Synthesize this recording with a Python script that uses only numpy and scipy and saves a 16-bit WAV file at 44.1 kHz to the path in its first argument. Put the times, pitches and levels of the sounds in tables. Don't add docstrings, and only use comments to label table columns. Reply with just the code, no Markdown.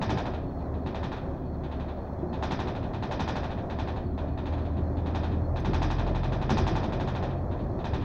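import sys
import numpy as np
from scipy import signal
from scipy.fft import rfft, irfft, next_fast_len
from scipy.io import wavfile
from scipy.ndimage import map_coordinates

SR = 44100
rng = np.random.default_rng(int(sys.argv[2]) if len(sys.argv) > 2 else 0)


def wav_record(signal):
    frames = np.transpose(np.atleast_2d(signal))
    bounded = np.clip(frames, -1, 1)
    quanta = np.round(bounded * 32767).astype(np.int16)
    wavfile.write(sys.argv[1], SR, quanta)


N = 354563
T = np.arange(N) / SR

# time_s, rate_hz
FIRING = [(0, 37.6), (1, 37.02), (2, 36.51), (3, 37.14), (4, 37.91), (4.5, 39.43), (5, 40.23), (5.5, 41.68),
          (6, 42.78), (6.5, 43.5), (8.04, 44.57)]


def amp(db):
    return 10 ** (np.asarray(db) / 20)


def unit(x):
    return x / np.sqrt(np.mean(x ** 2) + 1e-20)


def along(points, hz):
    freq_hz, values = np.transpose(points)
    return np.interp(np.log(hz + 1), np.log(freq_hz + 1), values)


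def curve(points):
    return np.interp(T, *np.transpose(points))


def wobble(rate_hz):
    return map_coordinates(rng.standard_normal(int(N * rate_hz / SR) + 4), [T * rate_hz])


def filtered(x, response):
    size = next_fast_len(len(x) + 8192)
    return irfft(rfft(x, size) * response(np.fft.rfftfreq(size, 1 / SR)), size)[:len(x)]


def noise(spectrum, size=N):
    return unit(filtered(rng.standard_normal(size), lambda hz: amp(along(spectrum, hz))))


def add(track, start_s, sound):
    part = track[max(0, round(start_s * SR)):][:len(sound)]
    part += sound[:len(part)]


def engine(waver_db=-0.3, gear_ratio=7.13, gear_waver_hz=1.066):
    # firing_multiple, base_db
    orders = [(1, -47.5), (2, -41.5), (3, -54)]
    # time_s, load_db
    throttle = [(0, 0.5), (3.3, -1.5), (3.9, 3.5), (6.3, 4.5), (8.04, 1)]
    # centre_hz, half_width_hz, lift_db
    resonances = [(40.5, 0.6, -4), (42.7, 1.16, 13.5), (72.84, 0.67, 4.5), (81.5, 3.8, 6.5),
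                  (128.55, 6.7, 14)]
    # time_s, level_db
    gear = [(0, -44.5), (1.1, -46.5), (1.8, -49), (3.6, -50.5), (5, -41.5), (6.3, -50.5), (8.04, -61)]

    def tone(hz, db):
        level = np.sqrt(2) * amp(db + waver_db * wobble(8))
        return level * np.sin(2 * np.pi * (np.cumsum(hz) / SR + rng.random()))

    firing_hz, load_db = curve(FIRING), curve(throttle)
    drone = np.zeros(N)
    for multiple, base_db in orders:
        hz = round(multiple) * firing_hz
        lift_db = sum(db * np.exp(-((hz - centre) / width) ** 2) for centre, width, db in resonances)
        drone += tone(hz, base_db + load_db + lift_db)
    return drone + tone(gear_ratio * firing_hz + gear_waver_hz * wobble(7), curve(gear))


def road(rumble_db=-1.5, lumpy_db=1.12, boom_db=-35.5, boom_db_per_hz=0.29, tyres_db=-40):
    # time_s, level_db
    roughness = [(0.0, -33), (0.49, -36.5), (2.13, -38), (2.46, -35), (4.16, -36), (5.84, -34), (6.27, -35),
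                 (6.65, -31), (7.39, -37), (8.04, -34.5)]
    # start_s, level_db
    bumps = [(0.09, -36), (2.22, -30), (2.5, -32), (3.19, -30.5), (5.67, -28.5), (6.5, -23.5), (6.59, -34),
             (6.87, -36), (7.01, -34), (7.93, -34.5)]
    # freq_hz, density_db
    body_spectrum = [(70, -21), (130, -3.5), (170, 1.5), (280, -2.5), (340, -3), (380, -1.5), (440, -16),
                     (800, -25), (2000, -79)]
    boom_spectrum = [(15, -8), (26, -4.5), (38, -2.5), (52, -0.5), (70, 5), (105, 4), (140, 0),
                     (200, -28.5), (500, -75.5)]
    tyre_spectrum = [(200, -7), (430, -2.5), (570, 2), (700, 1.5), (770, -3), (1000, -7.5), (1200, -13),
                     (1400, -18), (1900, -23), (3000, -50.5), (4200, -55), (5200, -43), (6600, -47),
                     (8500, -70.5)]
    rise_s, decay_s = 0.015, 0.042
    t, jolts = np.arange(SR // 2) / SR, np.zeros(N)
    jolt = np.minimum(t / rise_s, 1) * np.exp(-np.maximum(t - rise_s, 0) / decay_s)
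    for start_s, db in bumps:
        add(jolts, start_s, amp(db) * jolt)
    rough_db, firing_hz = curve(roughness), curve(FIRING)
    swing_db = rough_db - rough_db.mean()
    speed_db = boom_db_per_hz * (firing_hz - firing_hz.mean())
    body = np.hypot(amp(rough_db + rumble_db + lumpy_db * wobble(14)), jolts) * noise(body_spectrum)
    boom = amp(boom_db + 1.1 * swing_db + speed_db) * noise(boom_spectrum)
    roar = amp(tyres_db + 0.96 * swing_db + 1.6 * wobble(9)) * noise(tyre_spectrum)
    return body + boom + roar


def fittings(level_db=-76, flutter_db=3.5, waver=0.011):
    # pitch_hz, half_width_hz, gain_db
    bands = [(2460, 110, -2.5), (3420, 300, -3.5), (4030, 60, -7.5), (4290, 100, -0.5), (4520, 60, -10)]
    out = np.zeros(N)
    for hz, width_hz, db in bands:
        chafe = unit(filtered(rng.standard_normal(N), lambda f: 1 / (1 + (f / width_hz) ** 2)))
        carrier = np.sin(2 * np.pi * np.cumsum(hz * (1 + waver * wobble(16))) / SR)
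        out += amp(level_db + db + flutter_db * wobble(22)) * unit(chafe * carrier)
    return out


def hiss(level_db=-81):
    return amp(level_db) * noise([(1000, -7.5), (13800, -12.5), (14800, -4), (15700, 2), (16500, -38.5)])


def shudder(jiggle_hz=11.7, jiggle_db=-58, spread_db=2):
    # start_s, strength_db
    singles = [(0.59, -52), (0.7382, -46), (1.1631, -38.5), (2.328, -36.5), (4.1754, -37.5), (4.27, -47.5),
               (4.6495, -41.5), (4.7671, -42.5), (6.4923, -24), (7.2953, -41), (7.5104, -41),
               (7.5895, -44.5), (7.7882, -42)]
    # start_s, count, first_gap_s, gap_shrink_s, crest_index, crest_db, drop_db
    runs = [(0.0128, 5, 0.079, -0.00089, 0.67, -26, 2.06), (0.8597, 4, 0.084, -0.0013, 1.8, -31.5, 1.4),
            (1.6338, 4, 0.079, -0.0038, 1.5, -38, 1.5), (2.4231, 6, 0.084, 0.0017, 0.63, -27, 1.6),
            (2.933, 9, 0.0895, 0.0027, 3.36, -26.5, 1.57), (3.6968, 4, 0.088, 0.0006, 1.07, -31, 3),
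            (4.3735, 4, 0.081, 0.0128, 0.95, -35, 2.5), (4.9677, 5, 0.09, 0.0022, 2.14, -30, 4.3),
            (5.558, 7, 0.0873, 0.0012, 2.83, -26.5, 1.53), (6.1463, 4, 0.0845, -0.0042, 1.3, -31.5, 0.2),
            (6.5688, 4, 0.096, 0.0095, 0.091, -25, 1.46), (6.9204, 5, 0.076, 0.00011, 0.93, -31.5, 0.2),
            (7.841, 3, 0.091, 0.014, 0.45, -29, 5)]
    crest_shape = 1.36
    knocks = list(singles)
    for start_s, count, gap_s, shrink_s, crest, crest_db, drop_db in runs:
        k = np.arange(round(count))
        times_s = start_s + gap_s * k - shrink_s * k * (k - 1) / 2
        knocks += zip(times_s, crest_db - drop_db * np.abs(k - crest) ** crest_shape)
    slip, scatter = rng.standard_normal((100, 2)).T
    beats_s = (np.arange(len(slip)) + slip / 10) / jiggle_hz
    nearest_knock_s = np.abs(beats_s[:, None] - np.transpose(knocks)[0]).min(axis=1)
    idle = nearest_knock_s >= 1 / jiggle_hz
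    return knocks + list(zip(beats_s[idle], jiggle_db + spread_db * scatter[idle]))


def dense_modes(spectrum, size, hold_s=0.013):
    # freq_hz, t60_s
    cabin = [(200, 0.32), (1000, 0.64), (3500, 0.41), (7000, 0.079), (11000, 0.15)]
    hz, t, bands = signal.stft(noise(spectrum, size), SR, nperseg=256)
    fade = amp(-60 * np.maximum(t - hold_s, 0) / along(cabin, hz)[:, None])
    return signal.istft(bands * fade, SR, nperseg=256)[1][:size]


def panel_rattle(hollow_db=4, clack_db=-15.8, ring_db=-19, sizzle_db=-20, scatter_db=3.5):
    # pitch_hz, gain_db, t60_s
    panel_modes = [(221, -1, .3), (308, -4, .3), (774, 0, .3), (874, 1, .25), (974, -8, .3), (1044, -5, .3),
                   (1155, -6, .3), (1217, -8, .3), (1370, -7, .2), (1416, -2, .25), (1577, -8, .25),
                   (1772, -6, .2), (1876, -8, .2), (2368, -7, .2), (2938, -14, .28), (3186, -11, .25),
                   (3420, -11, .25), (3671, -8, .28), (3789, -13, .28), (4393, -14, .3), (4910, -20, .25),
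                   (6030, -19, .2), (6573, -20, .18), (6729, -21, .18), (7560, -30, .14), (8400, -28, .06),
                   (10170, -37, .12)]
    # delay_s, gain_db
    echoes = [(.004, 0), (.01432, -1), (.02224, 0), (.02996, -5), (.03057, -9), (.0412, -7)]
    # freq_hz, density_db
    hollow_spectrum = [(150, -30), (300, -17), (520, -11), (640, -5), (790, 0), (900, 0), (1080, -10),
                       (1300, -21), (1600, -27), (3000, -55), (6000, -100)]
    clack_spectrum = [(200, -17.5), (600, -1.5), (1200, 7.5), (1800, 7), (2100, 0), (2450, 4.5),
                      (2850, -1.5), (3600, 2.5), (4300, -2.5), (5000, -16), (6500, -31), (7200, -34.5),
                      (10200, -38), (12000, -58.5)]
    sizzle_spectrum = [(3800, -16.5), (4800, 2), (5900, 0.5), (6250, 0.5), (6700, -8.5), (7150, -10.5),
                       (7550, -9.5), (8000, -21.5), (8400, -16), (8800, -27), (10200, -23.5), (11500, -41)]
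    size = SR // 4
    t, out = np.arange(size) / SR, np.zeros(N)
    common_clack = dense_modes(clack_spectrum, size)
    sizzle = dense_modes(sizzle_spectrum, size) * (1 - np.exp(-t / 0.03))
    delay_s, echo_db = np.transpose(echoes)
    arrivals = np.bincount(np.round(delay_s * SR).astype(int), amp(echo_db), size)
    hollow = filtered(arrivals, lambda hz: amp(along(hollow_spectrum, hz)))
    hollow *= amp(hollow_db) / np.abs(hollow).max()
    bite = 0.088 * np.exp(-t / 0.0045)
    flare = 0.27 * amp(echo_db) @ np.exp(-((t - delay_s[:, None]) / 0.0051) ** 2)
    clack_envelope = amp(clack_db) * (1 + bite + flare)
    mode_hz, mode_db, t60_s = np.transpose(panel_modes)[:, :, None]
    modes = np.cos(2 * np.pi * mode_hz * (t - delay_s[0]))
    modes *= amp(mode_db - 60 * t / t60_s) * (1 - np.exp(-t / 0.005))
    contact = 1 - np.exp(-(t / 0.0014) ** 2)
    hardness, usual_db = 0.95, -31
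    for start_s, db in shudder():
        clack = clack_envelope * (common_clack + 0.75 * dense_modes(clack_spectrum, size))
        ring = amp(ring_db + rng.normal(0, scatter_db, len(modes))) @ modes
        top = amp(sizzle_db + hardness * (db - usual_db)) * sizzle
        add(out, start_s, amp(db) * (hollow + clack + ring + top) * contact)
    return out


def tick(start_s=5.599, level_db=-54, t60_s=0.05, rise_s=0.001):
    # pitch_hz, gain_db
    modes = [(6150, 0), (6600, -12), (8400, -14), (10550, -18), (11500, -16)]
    t, out = np.arange(SR // 8) / SR, np.zeros(N)
    ring = sum(amp(db) * np.sin(2 * np.pi * hz * t) for hz, db in modes)
    add(out, start_s, ring * amp(level_db - 60 * t / t60_s) * (1 - np.exp(-t / rise_s)))
    return out


def scene():
    return (engine() + road() + panel_rattle() + fittings() + tick() + hiss())[None]


def record(dry):
    cutoff_hz = 15750
    return np.array([filtered(channel, lambda hz: hz < cutoff_hz) for channel in dry])


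dry = scene()
out = record(dry)
wav_record(out)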